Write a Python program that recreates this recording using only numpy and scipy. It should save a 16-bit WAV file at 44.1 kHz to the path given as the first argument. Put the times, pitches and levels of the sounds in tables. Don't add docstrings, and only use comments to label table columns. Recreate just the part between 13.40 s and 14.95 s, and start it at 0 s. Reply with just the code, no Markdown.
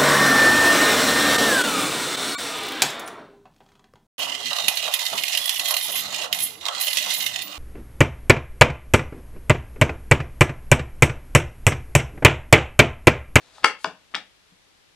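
import sys
import numpy as np
from scipy import signal
from scipy.fft import rfft, irfft
from scipy.io import wavfile
from scipy.ndimage import uniform_filter1d

SR = 44100
rng = np.random.default_rng(int(sys.argv[2]) if len(sys.argv) > 2 else 0)


def unload_wav(signal):
    wavfile.write(
        sys.argv[1],
        SR,
        np.round(np.clip(np.atleast_2d(signal).T, -1, 1) * 32767).astype(np.int16),
    )


N = 68355

# t/s, level/dB, push centre/Hz, push width/oct, bass/dB, bright edge/dB, place/0-1
CONTACTS = [ (0.181, -29, 900, 0.42, -16.5, -29.5, 0.6), (0.2326, -31, 1504, 1.0, -19, -26, 0.3),
            (0.24, -16, 1270, 0.41, -14.5, -12, 0.56), (0.2438, 1, 1470, 0.6, -12.5, -8.5, 0.02),
            (0.2474, -4, 1252, .55, -17.5, -16.5, 0.5), (0.4441, -22, 3700, 0.52, 11.5, -5.5, 0.55),
            (0.4451, -4.5, 770, 0.77, -13, -41, 0.51), (0.7396, -26.5, 1080, 0.86, -1.5, -29, 0.68),
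            (.7460, -13, 2000, 0.54, -4.5, -17.5, .59), (0.7511, -16, 3590, 0.48, 1, -12.5, 0.58),
            (.7600, -16, 835, 0.52, -13, -34, .59), ]
# f/Hz, level/dB, t60/s
BOARD_MODES = [ (270, -22, 0.072), (449, -8.5, 0.03), (626, -9.5, 0.04), (871, 0, 0.017), (1036, 3, 0.019),
               (1259, 3, 0.03), (1452.6, -0.5, 0.027), (1789, -1, 0.027), (2260.5, -1, 0.029),
               (2745, 0, 0.014), (3164, -5, 0.024), (3550, -6, .028), (4746, 3.5, 0.019), (5856, -10, .025),
               ]
# f/Hz, relative density/dB
CRACK_SPECTRUM = [(40, -32.5), (150, -16), (330, -7), (550, -4.5), (1500, -1.5), (2800, 2.5), (4100, -0.5),
                  (5100, 2), (6600, -9.5), (7800, -4.5), (10000, -9.5), (14000, -18)]


def knocks(t):
    ring_db, place_db, crack_db, crack_t60_s = -11, 1.5, 16.5, 0.017
    bass_hz, edge_hz = 450, 10000
    out, f = np.zeros(N), np.maximum(freqs(), 1)
    for start_s, db, centre_hz, width_oct, bass_db, edge_db, place in CONTACTS:
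        modes = [(hz, mode_db + place_db * np.cos(np.pi * k * place), t60_s)
                 for k, (hz, mode_db, t60_s) in enumerate(BOARD_MODES, 1)]
        burst = rng.standard_normal(N) * decay(t, crack_t60_s)
        crack = colour(burst, amp(log_interp(CRACK_SPECTRUM, f)))
        crack *= amp(crack_db) / np.sqrt(np.sum(crack ** 2))
        push = np.exp(-0.5 * (np.log2(f / centre_hz) / width_oct) ** 2)
        push += amp(bass_db) / (1 + (f / bass_hz) ** 4)
        push += amp(edge_db) / (1 + (f / edge_hz) ** 4)
        contact = colour(amp(ring_db) * ring(modes, t) + crack, push)
        start = int(start_s * SR)
        out[start:] += amp(db) * contact[:N - start]
    return out


# t/s, level/dB
THUDS = [(0.468, -37), (0.753, -47.5), (1.118, -49)]
# f/Hz, level/dB, t60/s
TABLE_MODES = [(176.3, 10, 0.079), (265, -5.5, 0.1)]


def thuds(t, rise_s=0.017):
    out = np.zeros(N)
    for start_s, db in THUDS:
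        age_s = np.maximum(t - start_s, 0)
        out += amp(db) * ring(TABLE_MODES, age_s) * (1 - np.exp(-age_s / rise_s))
    return out


# start/s, end/s, level/dB, tilt/(dB/oct)
SLIDES = [(-.05, 0.163, -60, -1.5), (0.116, 0.234, -55, -1), (0.202, 0.271, -48, -5),
          (0.379, 0.483, -55.5, 5.5), (0.701, .745, -55, -2.5)]
# f/Hz, relative density/dB
RUB_SPECTRUM = [(100, -2), (400, -4.5), (750, 2), (1600, 0), (3100, -1.5), (3700, 5.5), (4700, 2.5),
                (5500, -3), (9500, -6.5), (14000, -24.5)]


def slides(t, fade_s=0.034, grain_db=1.5, tilt_from_hz=450):
    out, f = np.zeros(N), freqs()
    octaves = np.log2(np.maximum(f / tilt_from_hz, 1))
    for start_s, end_s, db, tilt_db_per_oct in SLIDES:
        noise = rng.standard_normal(N)
        grain = unit_rms(uniform_filter1d(rng.standard_normal(N), size=120))
        catches = noise * amp(grain_db * grain)
        rub = colour(catches, amp(log_interp(RUB_SPECTRUM, f) + tilt_db_per_oct * octaves))
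        envelope = np.clip(np.minimum(t - start_s, end_s - t) / fade_s, 0, 1)
        out += amp(db) * unit_rms(rub) * envelope
    return out


# delay/s, level/dB
WALL_ECHOES = [(0.0121, -14), (0.0157, -18)]


def wall_echoes(x, t, cutoff_hz=4000):
    dull = colour(x, 1 / np.hypot(1, freqs() / cutoff_hz))
    return sum(amp(db) * np.interp(t - delay_s, t, dull, left=0) for delay_s, db in WALL_ECHOES)


# f/Hz, t60/s
ROOM_T60 = [(150, .28), (330, 0.24), (600, 0.24), (1100, .25), (1700, 0.21), (2800, .28), (7000, 0.16),
            (14000, 0.17)]
# f/Hz, level/dB
ROOM_LEVEL = [(120, -4.5), (250, -4.5), (360, -5.5), (510, 0.5), (720, -4.5), (1100, -15.5), (1700, -5),
              (2700, -7.5), (5000, -8), (7500, -0.5), (12000, -9)]


def room(x, t, delay_s=0.006, build_s=0.001, coherent_below_hz=3000):
    f, response = np.maximum(freqs(), 1), np.zeros((2, N))
    noise = rfft(rng.standard_normal((2, N)))
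    build = 1 - np.exp(-np.maximum(t - delay_s, 0) / build_s)
    for hz in 90 * 2 ** (np.arange(16) / 2):
        band = np.cos(np.pi / 2 * np.minimum(2 * abs(np.log2(f / hz)), 1)) ** 2
        tails = irfft(noise * band, N) * build * decay(t, log_interp(ROOM_T60, hz))
        mid, side = tails * np.sqrt(np.mean(band) / np.sum(tails ** 2, axis=1, keepdims=True))
        coherence = np.exp(-(hz / coherent_below_hz) ** 2)
        mid *= np.sqrt((1 + coherence) / 2)
        side *= np.sqrt((1 - coherence) / 2)
        response += amp(log_interp(ROOM_LEVEL, hz)) * np.array([mid + side, mid - side])
    return signal.fftconvolve(x[None], response, axes=1)[:, :N]


# f/Hz, relative density/dB
HISS_SPECTRUM = [(15, -30.5), (25, -6.5), (108, -6), (242, -11.5), (301, -6.5), (335, -9.5), (503, -8.5),
                 (560, -10), (607, -11), (3720, -11), (11900, -25.5), (16000, -51)]


def hiss(level_db=-59):
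    noise = colour(rng.standard_normal((2, N)), amp(log_interp(HISS_SPECTRUM, freqs())))
    return amp(level_db) * unit_rms(noise)


def microphone(x, right_lag_s=0.00003):
    late = irfft(rfft(x) * np.exp(-2j * np.pi * freqs() * right_lag_s), N)
    return np.array([x, late]) * pan(left_db=6)


def ring(modes, t):
    return sum((-1) ** k * amp(db) * decay(t, t60_s) * np.sin(2 * np.pi * hz * t)
               for k, (hz, db, t60_s) in enumerate(modes))


def colour(x, gain):
    cepstrum = irfft(np.log(gain + 1e-6), N)
    cepstrum[1:N // 2] *= 2
    cepstrum[N // 2:] = 0
    return irfft(rfft(x, N) * np.exp(rfft(cepstrum)), N)


def log_interp(points, hz):
    f, values = np.array(points).T
    return np.interp(np.log(np.maximum(hz, 1)), np.log(f), values)


def amp(db):
    return 10 ** (np.asarray(db) / 20)


def unit_rms(x):
    return x / np.sqrt(np.mean(x ** 2))


def freqs():
    return np.arange(N // 2 + 1) * SR / N


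def decay(t, t60_s):
    return np.exp(-np.log(1000) * t / t60_s)


def pan(left_db):
    return amp(np.array([[left_db], [-left_db]]) / 2)


def scene():
    t = np.arange(N) / SR
    wood, table = knocks(t) + slides(t), thuds(t)
    near = microphone(wood + wall_echoes(wood, t) + table)
    reverb = room(wood + amp(-7.5) * table, t)
    return near + reverb * pan(left_db=4.5) + hiss() * pan(left_db=2.5)


def record(dry, cutoff_hz=13500):
    lowpass = signal.ellip(8, 0.2, 70, cutoff_hz, fs=SR, output="sos")
    return signal.sosfilt(lowpass, np.clip(dry, -1, 1))


dry = scene()
out = record(dry)
unload_wav(out)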